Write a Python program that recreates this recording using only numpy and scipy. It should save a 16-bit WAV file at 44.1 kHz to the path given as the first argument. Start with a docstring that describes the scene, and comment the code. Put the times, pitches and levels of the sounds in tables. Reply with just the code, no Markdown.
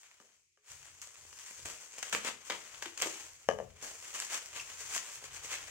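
"""In a small quiet room, close to a stereo microphone, hands cut the tape on a roll of bubble wrap
and pull the film off a bottle. The film crackles in swarms of tiny buckles, each a coloured click, with louder
single snaps; soft low thumps are damped swings and one squeak is a short tone with its octave.
After two faint early taps the scissors are dropped on the table and bounce; these knocks ring damped modes.
Early walls and a short noise tail answer, over a low rumble and a faint hiss of filtered noise."""
import sys
import numpy as np
from scipy import signal
from scipy.fft import rfft, irfft, next_fast_len
from scipy.io import wavfile
from scipy.ndimage import map_coordinates

SR = 44100
rng = np.random.default_rng(int(sys.argv[2]) if len(sys.argv) > 2 else 0)


def waveform_to_disk(signal):
    """Save audio, clipped to [-1, 1], as 16-bit WAV at the path in sys.argv[1]."""
    frames = np.transpose(np.atleast_2d(signal))
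    scaled = np.clip(frames, -1, 1) * 32767
    samples = np.round(scaled).astype(np.int16)
    wavfile.write(sys.argv[1], SR, samples)


def invert_db(x):
    """Field ratio 10**(x/20) for x, a level in decibels (scalar or array-like)."""
    u = np.asarray(x, float) / 20
    return 10 ** u


N = 251447  # length [samples]

# Steady rustle of the film in the hands: (time [s], crackle level [dB], sheen over crackle [dB])
FILM_RUSTLE = [(0, -71, 8.5), (.15, -70, 2), (.35, -74.5, 4.5), (.55, -109, 25.5), (.64, -86, 3),
               (.72, -65.5, 8.5), (1.0, -65, 5), (1.3, -63, 7), (1.5, -59, 6.5), (1.9, -61.5, 6.5),
               (2.08, -53.5, 2), (2.45, -63.5, 1.5), (2.6, -56, 2.5), (2.8, -60.5, 3.5), (2.95, -61, 2),
               (3.12, -50, 3), (3.238, -55.5, 5), (3.35, -66.5, 5.5), (3.75, -69.5, 2), (3.85, -52, 1.5),
               (4.0, -61.5, 7), (4.5, -57, 3), (4.75, -57, 4.5), (5.1, -53.5, 3.5), (5.3, -59, -0.5),
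               (5.7, -52.5, 2)]
# The film gives way at once and a swarm dies after it:
# (time [s], crackle level [dB], t60 [s], sheen over crackle [dB], body over crackle [dB])
FILM_RIPS = [(0.035, -60, .25, -5, -35), (.2, -84.5, .3, 22, 17), (1.016, -50, 0.16, 5.5, -23),
             (1.328, -75, 0.11, -8, -18), (1.387, -51.5, 0.23, 1.5, -34), (1.463, -54, 0.34, 5.5, -35),
             (1.652, -48.5, 0.61, 4, -8), (1.985, -49, 0.059, 8, -7), (2.028, -35.5, 0.04, -2, -23),
             (2.126, -32.5, 0.18, 0.5, -11), (2.498, -38, 0.24, -4.5, -6.5), (2.744, -49, 0.061, -2, -24),
             (2.822, -42.5, 0.13, -0.5, -10.5), (2.858, -40, 0.1, -4, -12), (2.974, -49, 0.56, 2, -16),
             (3.018, -29.5, 0.14, -10, -10.5), (3.058, -47.5, 0.12, 10.5, 8), (3.824, -54, .6, 9.5, -0.5),
             (4.141, -44, 0.33, 1.5, -13.5)]
# A tug on the film swells and slackens:
# (peak time [s], crackle level [dB], rise per 20 dB [s], fall per 20 dB [s], sheen over crackle [dB])
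FILM_TUGS = [(0.713, -57.5, 0.053, 0.067, 5), (.87, -62.5, 0.12, .1, -4), (2.273, -38.5, 0.04, 0.039, -2.5),
             (2.47, -55.5, 0.034, 0.041, 5.5), (4.049, -54, 0.05, 0.073, 4), (4.21, -48.5, 0.12, 0.097, 4),
             (4.333, -39, 0.041, 0.06, 2.5), (4.563, -44.5, 0.028, 0.045, 0.5), (4.6, -59, 0.054, 0.043, 8),
             (4.705, -53, 0.054, 0.031, 1), (4.8, -55, 0.056, 0.3, 5.5), (4.962, -42, 0.063, 0.035, 5.5),
             (5.145, -63.5, 0.055, 0.04, 16.5), (5.25, -54, 0.041, 0.028, 5.5),
             (5.36, -50, 0.045, 0.035, 5), (5.45, -51, .03, 0.032, 6), (5.534, -41.5, 0.06, 0.054, 1)]
# Single loud buckles: (time [s], level [dB], sheen over it [dB], body over it [dB])
LOUD_BUCKLES = [(.0328, -42.5, 3, -34), (0.1135, -43.5, -9, -30), (0.702, -42, -3, -25),
                (0.7182, -40.5, 8, -29), (0.8783, -47, -8, -12), (1.0166, -46.5, 17, -35),
                (1.0732, -37.5, 1, -15), (1.1557, -43, -8, -32), (1.2514, -43, -3, -3),
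                (1.3285, -37.5, -4, -12), (1.3816, -59, 12, -20), (1.3893, -46.5, 13, -30),
                (1.4053, -48, -2, -28), (1.4622, -43, 10, -30), (1.5102, -34, -6, -12),
                (1.553, -51, 0, -18), (1.5937, -33, -5, -13), (1.6563, -35, 10, -1), (1.983, -30.5, -1, -6),
                (2.0275, -23, -0.5, -17), (2.097, -39, 12, -23), (2.1283, -18, -12, -23),
                (2.1494, -15, -10, -5), (2.2482, -27.5, 3.5, 2.5), (2.262, -29, 2, -7),
                (2.2729, -24.5, -12.5, -1), (2.2876, -25, -8, -2), (2.501, -16.5, -18, -33),
                (2.507, -17, -23, -31), (2.742, -38, 0, -15), (2.8253, -25, 0.5, -24),
                (2.8575, -31, 1, -10), (2.9772, -28.5, 3.5, -29), (3.0017, -23, -4, -12),
                (3.016, -18.5, -3, -22), (3.0215, -19, 6.5, -26), (3.0613, -28, -1, 5.5),
                (3.3342, -58.5, 21, -20.5), (3.8287, -46, 6, -12), (4.1465, -32, -6, -20),
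                (4.2013, -25, 8.5, -25), (4.213, -29, -2, -44), (4.2229, -24.5, -4, -34),
                (4.2497, -35.5, 11.5, -23), (4.4597, -39.5, 12, -25), (4.531, -54, -13, -18),
                (4.5661, -31, -2, -17), (4.6995, -43, 3, -12), (4.7236, -49, 0, -10),
                (4.9054, -38.5, -9, -14), (4.9789, -22.5, -1, -31), (5.081, -56, 10, -15),
                (5.1417, -42, 0, -22), (5.15, -49, 8, -5), (5.1575, -47, 15, -12), (5.225, -52.5, 8, 12),
                (5.242, -39.5, -1, 0), (5.2559, -56, 9, -17), (5.3102, -37, -7, -20),
                (5.4479, -37.5, 6, 1.5), (5.46, -42, 8, -19)]
# Spectra of a buckle, low, middle and high: (frequency [Hz], level [dB])
BODY_SPECTRUM = [(60, -28), (140, -16), (210, -6), (300, -4.5), (450, 3.5), (750, 1), (1100, -3.5),
                 (2000, -71.5)]
CRACKLE_SPECTRUM = [(300, -44), (650, -14), (1000, -4), (1600, -2), (2500, -0.5), (3200, -2), (3900, -9),
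                    (5000, -10.5), (8000, -51)]
SHEEN_SPECTRUM = [(3000, -31.5), (4200, -11.5), (5200, -8), (6500, 0), (7600, -1.5), (9000, -10),
                  (11000, -18.5), (14000, -19.5), (15800, -20), (16300, -48)]
# Where the hands hold the roll: (time [s], left-right level [dB])
ROLL_PLACE = [(0, 3.5), (1.9, 3.5), (2.15, 5.5), (3.05, 5), (3.3, 2.5), (4.3, 3), (5.7, 2.5)]
# Soft low thumps under the film's rips, and the ring of a faint tap:
# (time [s], frequency [Hz], level [dB], t60 [s])
LOW_THUMPS = [(0.203, 200, -59, 0.07), (0.576, 421, -72, .3), (1.505, 200, -57, 0.037),
              (1.655, 192, -55, 0.057), (2.131, 210, -44.5, 0.23), (2.1485, 468, -25, 0.04),
              (2.27, 220, -54, 0.12), (2.501, 216, -46.5, 0.13), (2.8627, 347, -37, 0.075),
              (3.022, 200, -60, 0.083), (3.0595, 706, -40, 0.012), (3.064, 332, -36.5, 0.073)]
# Film slipping on film: (time [s], length [s], frequency [Hz], level [dB], octave over it [dB])
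FILM_SQUEAK = (4.592, .015, 2700, -37, -8)
# Knocks on the table, two faint early taps, then the scissors and their bounces:
# (time [s], drive level [dB], upper modes' extra drive [dB], left-right level [dB])
TABLE_KNOCKS = [(0.2002, -62, 16, 3), (0.574, -70.5, 13.5, 4), (3.4882, -16.5, -0.7, 8),
                (3.5876, -34, -0.5, 6.5), (3.6012, -29, -17, 8.5)]
# Damped modes that the knocks ring: (frequency [Hz], bandwidth [Hz], level [dB])
TABLE_MODES = [(200, 45, -2), (428.6, 3, 7.5), (525, 185, -0.5), (1196, 90, -4), (1685, 185, -2.5),
               (2980, 100, 1), (6200, 1240, -5.5)]
# Early reflections: (delay [s], left level [dB], right level [dB])
WALL_ECHOES = [(.0075, -20, -20), (.013, -12, -13), (.0165, -19, -19), (.024, -11, -12), (.036, -18, -18),
               (.047, -20, -20)]
# Decay of the room tail: (frequency [Hz], t60 [s])
TAIL_DECAY = [(100, 0.83), (500, 0.32), (2000, 0.29), (6500, 0.31), (14000, 0.26)]
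# Low rumble before waver and left-right offset: (time [s], level [dB])
RUMBLE_LEVEL = [(0.0, -89), (0.67, -95), (0.71, -66.5), (1.16, -84), (1.19, -69), (1.49, -85),
                (1.67, -60.5), (1.81, -85), (2.3, -72), (2.4, -83), (2.78, -74), (2.97, -79), (3.03, -72),
                (3.14, -81), (3.32, -72), (3.45, -80), (3.49, -54), (4.14, -78), (4.92, -71), (5.06, -88),
                (5.21, -68.5), (5.7, -67.5)]
# Spectra of rumble and hiss: (frequency [Hz], relative level [dB])
RUMBLE_SPECTRUM = [(20, -28.5), (40, -9), (65, -12), (87, -1), (108, -12.5), (140, -7), (200, -72),
                   (400, -49)]
HISS_SPECTRUM = [(88, -45), (150, 3), (162, -24), (348, 3), (700, -20), (1500, -10), (2310, 10), (3770, -1),
                 (7040, 7), (10200, -12), (16000, -30.5)]
# Colour difference of the two microphone ports: (frequency [Hz], left-right level [dB])
PORT_DIFFERENCE = [(300, 1), (2000, -0.5), (6000, 2.5), (9000, -4), (14000, -3.5)]

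LEFT_LAG = 4  # samples by which the left port hears later


def unit(x):
    """Normalisation: the signal is scaled to rms 1."""
    return x / np.sqrt(np.mean(x ** 2) + 1e-20)


def along(points, hz):
    """Interpolation of (frequency, value) points on a logarithmic frequency axis."""
    f, v = np.transpose(points)
    return np.interp(np.log(hz + 1), np.log(f + 1), v)


def filtered(x, response):
    """Linear filtering: the spectrum is multiplied by a response of frequency."""
    size = next_fast_len(N + 8192)
    hz = np.fft.rfftfreq(size, 1 / SR)
    return irfft(rfft(x, size) * response(hz), size)[..., :N]


def coloured(x, points):
    """Minimum phase: the folded cepstrum of a spectrum gives a causal pulse, here of energy 1."""
    size = 2048
    log_spectrum = np.log(invert_db(along(points, np.fft.rfftfreq(size, 1 / SR))))
    cepstrum = irfft(log_spectrum)
    cepstrum[1:size // 2] *= 2
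    cepstrum[size // 2 + 1:] = 0
    pulse = irfft(np.exp(rfft(cepstrum)))
    pulse = pulse / np.linalg.norm(pulse)
    return signal.oaconvolve(x, pulse[None], axes=1)[:, :N]


def impulses(s, size, pan_db, lag):
    """Localisation by level and delay: the left port hears each impulse lag samples late."""
    right_at = np.round(s * SR).astype(int)
    left_at = right_at + np.round(lag).astype(int)
    ports = [(left_at, invert_db(pan_db / 2)), (right_at, invert_db(-pan_db / 2))]
    return np.array([np.bincount(np.clip(at, 0, N - 1), size * gain, N) for at, gain in ports])


def handling(s):
    """Power addition: rustle, rips and tugs set the crackle, sheen and body levels at times s."""
    t, db, sheen_db = np.transpose(FILM_RUSTLE)
    db = np.interp(s, t, db)
    body_db = 0 * s - 12
    power = invert_db(db + np.array([0 * s, np.interp(s, t, sheen_db), body_db])) ** 2
    for at, db, t60, sheen_db, body_db in FILM_RIPS:
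        colours_db = np.array([[0], [sheen_db], [body_db]])
        power += (s >= at) * invert_db(db - 60 * np.abs(s - at) / t60 + colours_db) ** 2
    for at, db, rise, fall, sheen_db in FILM_TUGS:
        colours_db = np.array([[0], [sheen_db], [-14.5]])
        slope_db = 20 * np.clip([(at - s) / rise, (s - at) / fall], -9, 9)
        power += (2 * invert_db(db + colours_db) / invert_db(slope_db).sum(0)) ** 2
    db, sheen_db, body_db = 10 * np.log10(power)
    return db, sheen_db - db, body_db - db


def buckles(s, db, sheen_db, body_db, pan_db, chance, colour_db, spread):
    """Impulsive radiation: each buckle is a click of three colours with chance signs, levels and lag."""
    lag = LEFT_LAG + spread * chance[:, 0]
    parts = [(CRACKLE_SPECTRUM, 0), (SHEEN_SPECTRUM, sheen_db), (BODY_SPECTRUM, body_db)]
    out = np.zeros((2, N))
    for k, (spectrum, relative_db) in enumerate(parts):
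        size = invert_db(db + relative_db + colour_db * chance[:, 1 + k])
        sign = np.sign(chance[:, 4 + k])
        out += coloured(impulses(s, sign * size, pan_db, lag), spectrum)
    return out


def crackle(per_second, tail_db, clump_db, level_db, dull_db):
    """Crackling noise: random buckles, long-tailed in size and clumped in time, follow the handling."""
    count = 40000
    s = rng.random(count) * N / SR
    live = rng.random(count) < per_second * N / SR / count
    size_db = tail_db * rng.exponential(size=count)
    clumps = map_coordinates(rng.standard_normal(600), [s * 90])  # 90 random values a second
    size_db = np.minimum(size_db, 15) + clump_db * clumps
    # the whole swarm has mean power 1 before handling; buckles that are not live are muted
    size_db -= 10 * np.log10(np.sum(live * invert_db(size_db) ** 2) / N) + 200 * ~live
    db, sheen_db, body_db = handling(s)
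    chance = rng.standard_normal((count, 8))
    pan_db = np.interp(s, *np.transpose(ROLL_PLACE)) + 0.46 * chance[:, 7]
    return buckles(s, db + size_db + level_db, sheen_db - dull_db, body_db, pan_db, chance,
                   colour_db=0.0, spread=2.5)


def snaps(length):
    """Stepwise release: each loud buckle lets go in steps that fade 6 dB per length [s]."""
    count = 6  # steps
    draw = rng.standard_normal((len(LOUD_BUCKLES), 2 + count, 7))
    late = np.cumsum(np.abs(draw[:, :count, 0]), 1) - np.abs(draw[:, :1, 0])
    step_db = -6 * late
    step_db -= 10 * np.log10(np.sum(invert_db(step_db) ** 2, 1, keepdims=True))
    s, db, sheen_db, body_db = np.repeat(np.transpose(LOUD_BUCKLES), count, 1)
    pan_db = 3.5 * np.repeat(draw[:, 0, 1], count)
    chance = draw[:, 1:1 + count].copy()
    chance[:, :, 0] = draw[:, -1:, 0]  # the steps share one place on the film
    chance[:, :, 6] = draw[:, -1:, 6]  # and push its body the same way
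    click_gain_db = 6.5  # from the table level to the energy of the click
    return buckles(s + length * late.ravel(), db + step_db.ravel() + click_gain_db, sheen_db, body_db,
                   pan_db, chance.reshape(-1, 7), colour_db=1.5, spread=1.5)


def thumps():
    """Damped oscillation: soft low swings with a rounded start, under the film's rips and after a faint tap."""
    out, t = np.zeros(N + SR), np.arange(SR // 10) / SR
    for s, hz, db, t60 in LOW_THUMPS:
        envelope = invert_db(db - 60 * t / t60) * (1 - np.exp(-t / 0.00087))
        out[round(s * SR):][:len(t)] += envelope * np.sin(2 * np.pi * hz * t)
    return np.array([np.roll(out, LEFT_LAG)[:N] * invert_db(-4.5), out[:N] * invert_db(-5.0)])


def squeak():
    """Frictional slip: film on film gives a brief, slightly unsteady tone and its octave."""
    s, length, hz, db, octave_db = FILM_SQUEAK
    t = np.arange(N) / SR
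    swell = np.sin(np.pi * np.clip((t - s) / length, 0, 1)) ** 2.2
    phase = 2 * np.pi * hz * t + .11 * np.cumsum(rng.standard_normal(N))
    tone = np.sin(phase) + invert_db(octave_db) * np.sin(2 * phase)
    return invert_db(db + np.array([[2], [-2]])) * swell * tone


def knocks():
    """Modal excitation: a blunt contact, poor in treble and bass, rings damped modes; a hard one the upper."""
    s, db, hard_db, pan_db = np.transpose(TABLE_KNOCKS)

    def resonance(f, centre, width):
        return 1j * f * width / (centre ** 2 - f * f + 1j * f * width)

    out = np.zeros((2, N))
    for upper in (False, True):
        modes = [(k, mode) for k, mode in enumerate(TABLE_MODES) if (mode[0] > 800) == upper]

        def response(f):
            ringing = sum((-1) ** k * invert_db(g) * resonance(f, c, w) for k, (c, w, g) in modes)
            return ringing * resonance(f, 620, 500)  # the contact is a broad band around 620 Hz

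        out += filtered(impulses(s, invert_db(db + upper * hard_db + 39.0), pan_db, LEFT_LAG), response)
    return out


def room(x, walls_db, tail_db):
    """Reflection and reverberation: early walls, then five tails in turn, as the source moves."""
    walls = np.zeros((2, SR // 20))
    for s, *db in WALL_ECHOES:
        walls[[0, 1], round(s * SR) + rng.integers(-9, 9, 2)] = invert_db(np.array(db))
    out = x + invert_db(walls_db) * signal.oaconvolve(x, walls, axes=1)[:, :N]
    turn = np.arange(N) // (SR // 10) % 5  # the next tail every tenth of a second
    for k in range(5):
        noise = rng.standard_normal((2, SR // 2)) + 0.24 * rng.standard_normal(SR // 2)
        hz, t, z = signal.stft(noise, SR, nperseg=256)
        decay = invert_db(-60 * t / along(TAIL_DECAY, hz)[:, None])
        tail = signal.istft(z * decay, SR, nperseg=256)[1]
        tail = np.pad(tail, ((0, 0), (150, 0))) / np.linalg.norm(tail[0])  # starts 150 samples late
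        out += invert_db(tail_db) * signal.fftconvolve(x * (turn == k), tail, axes=1)[:, :N]
    return out


def background():
    """Filtered noise: a nearly mono rumble that wavers, stronger on the left, and a faint hiss."""
    t, db = np.transpose(RUMBLE_LEVEL)
    time = np.arange(N) / SR
    noise = rng.standard_normal(N) + 0.28 * rng.standard_normal((2, N))
    rumble = unit(filtered(noise, lambda hz: invert_db(along(RUMBLE_SPECTRUM, hz))))
    hiss = unit(filtered(rng.standard_normal((2, N)), lambda hz: invert_db(along(HISS_SPECTRUM, hz))))
    waver_db = 1.5 * map_coordinates(rng.standard_normal(60), [time * 10])  # 10 random values a second
    rumble_db = np.interp(time, t, db) + waver_db + [[2.5], [-3.5]]
    return rumble * invert_db(rumble_db) + invert_db(-79) * hiss


def scene():
    """Superposition: film sounds get slightly weaker early walls than the knocks on the table."""
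    film = crackle(per_second=4000, tail_db=0.5, clump_db=1.5, level_db=-1.35, dull_db=-0.3)
    film = film + snaps(length=0.00067)
    # a sparse, duller swarm with a wider range of sizes
    film = film + crackle(per_second=120, tail_db=2, clump_db=1.2, level_db=-7.5, dull_db=4)
    near = room(film + thumps() + squeak(), walls_db=-4, tail_db=-6)
    table = room(knocks(), walls_db=-1, tail_db=-8)
    return near + table + background()


def band_limit(x):
    """A steep low-pass at the top of the band."""
    return signal.sosfilt(signal.butter(12, 16700, fs=SR, output="sos"), x)


def record(dry):
    """Microphone response: the ports' level difference over frequency is split evenly between them."""
    sides = np.array([[1], [-1]])
    mix = filtered(dry, lambda hz: invert_db(along(PORT_DIFFERENCE, hz) / 2 * sides))
    return band_limit(mix)


dry = scene()
out = record(dry)
waveform_to_disk(out)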